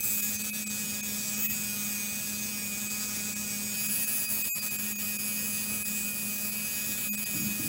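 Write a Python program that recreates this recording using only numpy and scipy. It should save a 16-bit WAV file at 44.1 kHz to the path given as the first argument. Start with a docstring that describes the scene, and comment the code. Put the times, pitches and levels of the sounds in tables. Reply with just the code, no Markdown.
"""A small tattoo machine buzzes close by while its needle works on skin in a quiet studio.
Every stroke knocks the metal frame, whose tone depends on how it is held; the frame also sings on
a few overtones and the motor hums. The hand shades in small circles that load the motor.
Now and then the buzz thins for an instant to a few whistling tones. A few dull bumps come,
most near the end, over low room noise."""
import sys
import numpy as np
from scipy import signal
from scipy.fft import rfft, irfft
from scipy.io import wavfile
from scipy.ndimage import uniform_filter1d

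SR = 44100
rng = np.random.default_rng(int(sys.argv[2]) if len(sys.argv) > 2 else 0)


def transcribe(u):
    """Save the signal u as a 16-bit wav file named by the first command-line argument.

    u: samples, shape (n,) or (channels, n), limited to [-1, 1]; the rate is SR.
    q: integer samples, one column per channel.
    """
    v = np.clip(np.atleast_2d(u).T, -1, 1)
    q = np.round(v * 32767).astype(np.int16)
    wavfile.write(sys.argv[1], SR, q)


N = 338727
TIME = np.arange(N) / SR

# moments when the buzz thins to a whistle: middle_s, length_s, depth_db (the dip is capped), whistle_hz
THIN_MOMENTS = [(0.021, 0.018, 9, 6150), (0.215, 0.015, 9, 13000), (0.38, 0.024, 9, 6270),
                (0.432, 0.012, 12, 8000), (0.518, 0.03, 18, 14440), (0.653, 0.019, 23, 7930),
                (0.689, 0.016, 14, 8000), (1.021, 0.014, 20, 6480), (1.481, 0.029, 12, 14700),
                (2.889, 0.025, 7, 8000), (3.347, 0.017, 13, 7660), (3.88, 0.013, 7, 7480),
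                (4.059, 0.025, 9, 6530), (4.274, 0.035, 9, 4830), (4.433, 0.015, 19, 14860),
                (4.523, 0.041, 69, 15300), (4.608, 0.021, 9, 4820), (4.696, 0.023, 10, 7530),
                (4.777, 0.017, 12, 7440), (4.945, 0.025, 14, 6680), (4.976, 0.019, 16.5, 14800),
                (5.18, 0.013, 21.5, 14730), (5.841, 0.02, 14, 10760), (6.512, 0.015, 8, 11250),
                (7.11, 0.031, 35.5, 14500), (7.165, 0.017, 19, 8000), (7.25, 0.013, 16, 4850)]


def needle_drive(turns):
    """Each knock of the needle bar sets loose parts chattering; the bar rubs in its tube all the time."""
    # how hard and bright the bar knocks: time_s, force_db, extra_treble_db
    knock_strength = [(0, -2, 8.5), (.3, 0, -1.5), (1.1, -0.4, -3), (1.85, -0.5, 0), (2.7, -1.4, -3.5),
                      (3.0, 0.5, -3.5), (3.65, -1, -2), (3.95, 1, 0.5), (4.85, 0.1, -0.5), (5.6, -1.4, 0),
                      (6.25, -1.8, -.2), (6.7, -0.4, -0.7), (7.68, -0.1, -2)]
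    chatter_db, rub_db, chatter_decay_turns = -17.5, -14, 0.45
    force_db, bright_db = in_time(knock_strength)
    free, first, second = grip_shares()
    treble = signal.butter(2, 9100, "high", fs=SR, output="sos")
    # the first grip is looser: its knocks land less evenly, spread further and rub more
    knocks = strokes(turns, jitter_s=4e-6 * free + 11e-6 * first + 6e-6 * second, uneven_db=.9)
    long_knocks = np.sqrt(1 - second) * bending_wave(knocks, travel_s=.0012)
    short_knocks = np.sqrt(second) * bending_wave(knocks, travel_s=.0003076)
    chatter = rms_one(rng.standard_normal(N) * np.exp(-(turns % 1) / chatter_decay_turns))
    rub = (1 + first) * signal.sosfiltfilt(treble, rng.standard_normal(N))
    drive = long_knocks + short_knocks + from_db(chatter_db) * chatter + from_db(rub_db) * rub
    drive += (from_db(bright_db) - 1) * signal.sosfiltfilt(treble, drive)
    return drive * from_db(force_db)


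def strokes(turns, jitter_s, uneven_db):
    """One sharp knock per motor turn, each a little off in time and strength."""
    at = np.interp(np.arange(1, int(turns[-1])), turns, np.arange(N))
    chance = rng.standard_normal((len(at), 2))
    at = at + chance[:, 0] * jitter_s[at.astype(int)] * SR
    taps = np.round(at)[:, None].astype(int) + np.arange(-8, 9)
    offset = taps - at[:, None]
    knock = np.sinc(offset) * np.sinc(offset / 9)   # a click that can fall between samples
    out = np.zeros(N)
    np.add.at(out, np.clip(taps, 0, N - 1), knock * from_db(uneven_db * chance[:, 1:]))
    return rms_one(out)


def bending_wave(x, travel_s):
    """High pitches cross metal faster, so a knock becomes a falling chirp; travel_s holds at 10 kHz."""
    hz = np.arange(N // 2 + 1) * SR / N
    return irfft(rfft(x) * np.exp(-4j * np.pi * travel_s * np.sqrt(hz * 10000)), N)


def frame_ring(drive):
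    """The frame rings with every knock; shifting fingers damp each resonance a little more or less."""
    # frame resonances, with relative levels: pitch_hz, width_hz, free_db, first_grip_db, second_grip_db
    resonances = [(662, 280, -68, -61.5, -61.5), (1320, 186, -58, -56, -56), (1700, 213, -59, -56, -55.5),
                  (1892, 110, -48, -57, -54), (2322, 123, -48, -51, -54), (2870, 304, -55, -57, -55),
                  (3590, 540, -54, -55, -57.5), (4774, 246, -49, -49.5, -49.5),
                  (5603, 260, -54, -50.5, -54.5), (6410, 440, -44, -44.5, -47.5),
                  (6750, 670, -43.5, -45.5, -46.5), (7730, 630, -41, -43.5, -45.5),
                  (8180, 700, -48, -45, -49.5), (9060, 650, -52, -53, -51.5),
                  (10840, 620, -57.5, -52.5, -45.5), (11600, 560, -49, -80, -45),
                  (11910, 1010, -48, -57, -51.5), (13270, 170, -37, -43.5, -42),
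                  (13640, 890, -36, -50.5, -47), (15621, 600, -35, -46.5, -42.5)]
    tilt_db_per_octave, sway_db, gain_db = .5, 1.35, 20
    shares = grip_shares()
    out = np.zeros(N)
    for k, (hz, width, *grip_db) in enumerate(resonances):
        level_db = np.dot(grip_db, shares) + tilt_db_per_octave * np.log2(hz / SR) + sway_db * drift(3)
        out += (-1) ** k * from_db(level_db) * resonate(drive, hz, width)
    return from_db(gain_db) * out


def grip_shares():
    """How the machine is held: shares of running free, first grip and second grip, adding up to 1."""
    # lifting off the skin: time_s, lift (0 to 1)
    lifts = [(0, 0), (.21, 0.5), (.39, 0.04), (1.36, 0), (1.42, .75), (1.49, 1), (1.56, 0)]
    lifted = np.clip(in_time(lifts)[0], 0, 1)
    regripped = np.interp(TIME, [3.73, 3.77], [0, 1])
    return np.array([lifted, (1 - lifted) * (1 - regripped), (1 - lifted) * regripped])


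def hand_circles():
    """The load on the needle swings between -1 and 1 as the hand circles, not quite evenly."""
    # spells of shading: start_s, end_s, depth (0 to 1)
    spells = [(0.754, 1.344, 0.75), (2.1, 2.62, 0.14), (2.803, 3.76, 1), (4.604, 5.3, 0.53), (5.3, 6.44, 1),
              (6.447, 7.68, 0.63)]
    circles_per_s, uneven_turns = 8.5, .15
    depth = sum(amount * ((TIME >= start) & (TIME < end)) for start, end, amount in spells)
    swing = np.sin(2 * np.pi * (circles_per_s * TIME + uneven_turns * drift(1.9)))
    return uniform_filter1d(np.clip(depth, 0, 1), SR // 20) * swing


def motor_turns(load):
    """Turns made so far: the motor runs faster off the skin and sags as the needle digs in."""
    # motor speed before the hand's circling and trembling: time_s, strokes_per_s
    speeds = [(0.0, 210.2), (0.3, 209.5), (0.34, 207.8), (0.47, 213.0), (0.7, 208.9), (1.35, 208.2),
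              (1.41, 212.8), (1.5, 212.8), (1.67, 207.1), (1.92, 207.6), (2.03, 205.7), (2.14, 208.3),
              (2.46, 209.3), (2.74, 205.9), (2.89, 209.7), (3.49, 208.3), (3.53, 206.2), (3.98, 211.3),
              (4.92, 208.4), (5.82, 209.2), (6.16, 207.0), (6.63, 209.8), (7.59, 208.8), (7.68, 206.7)]
    sag_hz, tremble_hz = 1.0, .17
    return np.cumsum(in_time(speeds)[0] - sag_hz * load + tremble_hz * drift(14.27)) / SR


def motor_hum(turns):
    """The motor hums at the stroke rate, swaying a little in level."""
    # the hum before trim and sway: time_s, level_db
    levels = [(0.0, -57), (0.26, -42), (3.19, -43.5), (3.66, -42), (4.29, -50), (4.33, -44), (4.49, -55),
              (4.51, -93), (4.57, -50), (4.86, -44), (5.81, -43), (5.83, -49), (5.9, -41.5), (7.05, -49),
              (7.12, -38.5), (7.24, -47), (7.26, -60), (7.3, -43)]
    trim_db, sway_db = -.5, 0.75
    level_db = in_time(levels)[0] + trim_db + sway_db * drift(7)
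    return harmonic(turns, 1, level_db, waver=0.18)


def frame_singing(turns, load, thin_gain):
    """The frame sings clean overtones set by the grip; load damps them, and they swell in thin moments."""
    # overtones before swell and sway: stroke_rate_multiple, free_db, first_grip_db, second_grip_db
    overtones = [(11, -54, -51.5, -75), (12, -40.5, -45, -42.5), (23, -77, -74, -57.5)]
    shares = grip_shares()
    swell_db = 2 * (1 - thin_gain) - 0.6 * load
    out = np.zeros(N)
    for multiple, *grip_db in overtones:
        level_db = np.dot(grip_db, shares) + swell_db + 0.46 * drift(1.9)
        out += harmonic(turns, multiple, level_db, waver=0.2)
    return out


def thinning():
    """A gain that dips smoothly at each thin moment, never quite to silence."""
    deepest_db = 36
    dip_db = sum(depth_db * np.exp(-np.minimum((2 * (TIME - middle_s) / length_s) ** 2, 20))
                 for middle_s, length_s, depth_db, _ in THIN_MOMENTS)
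    return from_db(-np.minimum(dip_db, deepest_db))


def whistles():
    """In each thin moment one tone swells and fades; the deeper the dip, the likelier others join."""
    # high whistling tones that may join in during a thin moment: pitch_hz, peak_db
    side_tones = [(4830, -49), (6730, -38), (7700, -36.5), (11200, -42), (14600, -30)]
    main_db, all_join_depth_db, pitch_scatter = -38, 60, 0.017
    side_hz, side_db = np.transpose(side_tones)
    out = np.zeros(N)
    for middle_s, length_s, depth_db, main_hz in THIN_MOMENTS:
        pick, detune, phase = rng.random((3, len(side_hz)))
        gains = (pick < (depth_db / all_join_depth_db) ** 2) * from_db(side_db)
        half_s = 1.25 * length_s   # the whistle outlasts the dip
        near = abs(TIME - middle_s) < half_s
        t = TIME[near] - middle_s
        detuned_hz = side_hz * (1 + pitch_scatter * (2 * detune - 1))
        others = np.sin(2 * np.pi * (np.outer(t, detuned_hz) + phase)) @ gains
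        main = from_db(main_db) * np.sin(2 * np.pi * main_hz * t)
        out[near] += np.cos(np.pi / 2 * t / half_s) * (main + others)
    return out


def studio_echoes(x):
    """Adds dull echoes off hands and bench; their paths shift, so each overtone swells and fades alone."""
    path_count, echo_db, fade_60_db_s, dull_above_hz = 6, -1.5, 0.17, 13000
    t = TIME[:SR // 8]
    shares = np.array([drift(26) for _ in range(path_count)])
    echoes = np.zeros(N)
    for share in shares / np.linalg.norm(shares, axis=0):
        tail = rng.standard_normal(len(t)) * from_db(-60 * t / fade_60_db_s) * (t > .001)
        echoes += share * signal.oaconvolve(x, tail / np.linalg.norm(tail))[:N]
    dull = signal.butter(1, dull_above_hz, fs=SR, output="sos")
    return x + from_db(echo_db) * signal.sosfilt(dull, echoes)


def bumps(rise_s):
    """Soft pushes each set off a short low boom."""
    # the pushes: start_s, level_db, decay_s
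    pushes = [(3.88, -40.5, 0.062), (6.889, -40, 0.043), (7.344, -33, 0.053), (7.395, -36.5, 0.077),
              (7.456, -40, 0.045), (7.594, -31.5, 0.036), (7.645, -38, 0.065)]
    # resonances of the boom: pitch_hz, width_hz, relative_db
    boom_tones = [(129, 44, -4.5), (215, 12.6, 6), (304, 19, -2)]
    push = np.zeros(N)
    for start_s, level_db, decay_s in pushes:
        age = np.maximum(TIME - start_s, 0)
        push += from_db(level_db) * (1 - np.exp(-age / rise_s)) * np.exp(-age / decay_s)
    noise = rng.standard_normal(N)
    boom = sum((-1) ** k * from_db(db) * resonate(noise, hz, width)
               for k, (hz, width, db) in enumerate(boom_tones))
    return push * rms_one(signal.sosfilt(signal.butter(3, 400, fs=SR, output="sos"), boom))


def background():
    """Low room noise, a lumpy rumble beneath it and a faint mains hum."""
    # tone of the room noise: pitch_hz, relative_db
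    room_spectrum = [(25, -49), (50, -20), (78, -3), (120, -8.5), (170, -2), (240, -1), (320, -11),
                     (500, -10), (900, -17.5), (2000, -19), (15000, -17)]
    room_db, rumble_db, mains_db, mains_hz = -44.5, -56.5, -59, 119.5
    mains = np.sqrt(2) * from_db(mains_db) * np.sin(2 * np.pi * mains_hz * TIME)
    lumps_db = 3.2 * drift(10)
    rumble = rms_one(resonate(rng.standard_normal(N), hz=101, width_hz=95))
    return from_db(room_db) * coloured_noise(room_spectrum) + from_db(rumble_db + lumps_db) * rumble + mains


def from_db(db):
    """Turns decibels into a gain."""
    return 10 ** (np.asarray(db) / 20)


def rms_one(x):
    """Scales a signal to an average strength (rms) of 1."""
    return x / np.sqrt(np.mean(x ** 2) + 1e-20)


def in_time(rows):
    """One curve for each column after the time, in straight lines between the rows."""
    times_s, *columns = np.transpose(rows)
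    return [np.interp(TIME, times_s, column) for column in columns]


def drift(rate_hz):
    """A smooth random wander of typical size 1, mostly slower than rate_hz."""
    size = N // 64
    hz = np.arange(size // 2 + 1) * SR / N
    slow = irfft(rfft(rng.standard_normal(size)) / (1 + (hz / rate_hz) ** 2), size)
    return np.interp(np.linspace(0, size - 1, N), np.arange(size), rms_one(slow))


def resonate(x, hz, width_hz):
    """A resonance with a gain of 1 at its peak."""
    r = np.exp(-np.pi * width_hz / SR)
    feedback = [1, -2 * r * np.cos(2 * np.pi * hz / SR), r * r]
    return signal.lfilter(np.array([1, 0, -1]) * (1 - r * r) / 2, feedback, x)


def harmonic(turns, multiple, level_db, waver):
    """A clean tone at a multiple of the stroke rate, wavering slightly in strength and phase."""
    wobble = 1 + waver * (drift(26.6) + 1j * drift(52))
    return np.sqrt(2) * from_db(level_db) * np.real(wobble * np.exp(2j * np.pi * multiple * turns))


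def coloured_noise(spectrum):
    """Steady noise of strength 1 with the given spectrum."""
    hz, db = np.transpose(spectrum)
    bins_hz = np.maximum(np.arange(N // 2 + 1) * SR / N, 1)
    gains = from_db(np.interp(np.log(bins_hz), np.log(hz), db))
    return rms_one(irfft(rfft(rng.standard_normal(N)) * gains, N))


def scene():
    """The machine close up in the room; buzz, background and bumps all dip in the thin moments."""
    load, thin_gain = hand_circles(), thinning()
    turns = motor_turns(load)
    drive = needle_drive(turns) * from_db(-0.7 * load)   # load softens the knock
    buzz = studio_echoes(frame_ring(drive))
    hum = motor_hum(turns)
    body = (buzz + background() + bumps(rise_s=0.0029)) * thin_gain
    return (body + hum + frame_singing(turns, load, thin_gain) + whistles())[None]


def record(dry):
    """The highest treble is cut off steeply."""
    cutoff_hz = 15750
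    return signal.sosfilt(signal.ellip(12, .1, 80, cutoff_hz, fs=SR, output="sos"), dry)


dry = scene()
out = record(dry)
transcribe(out)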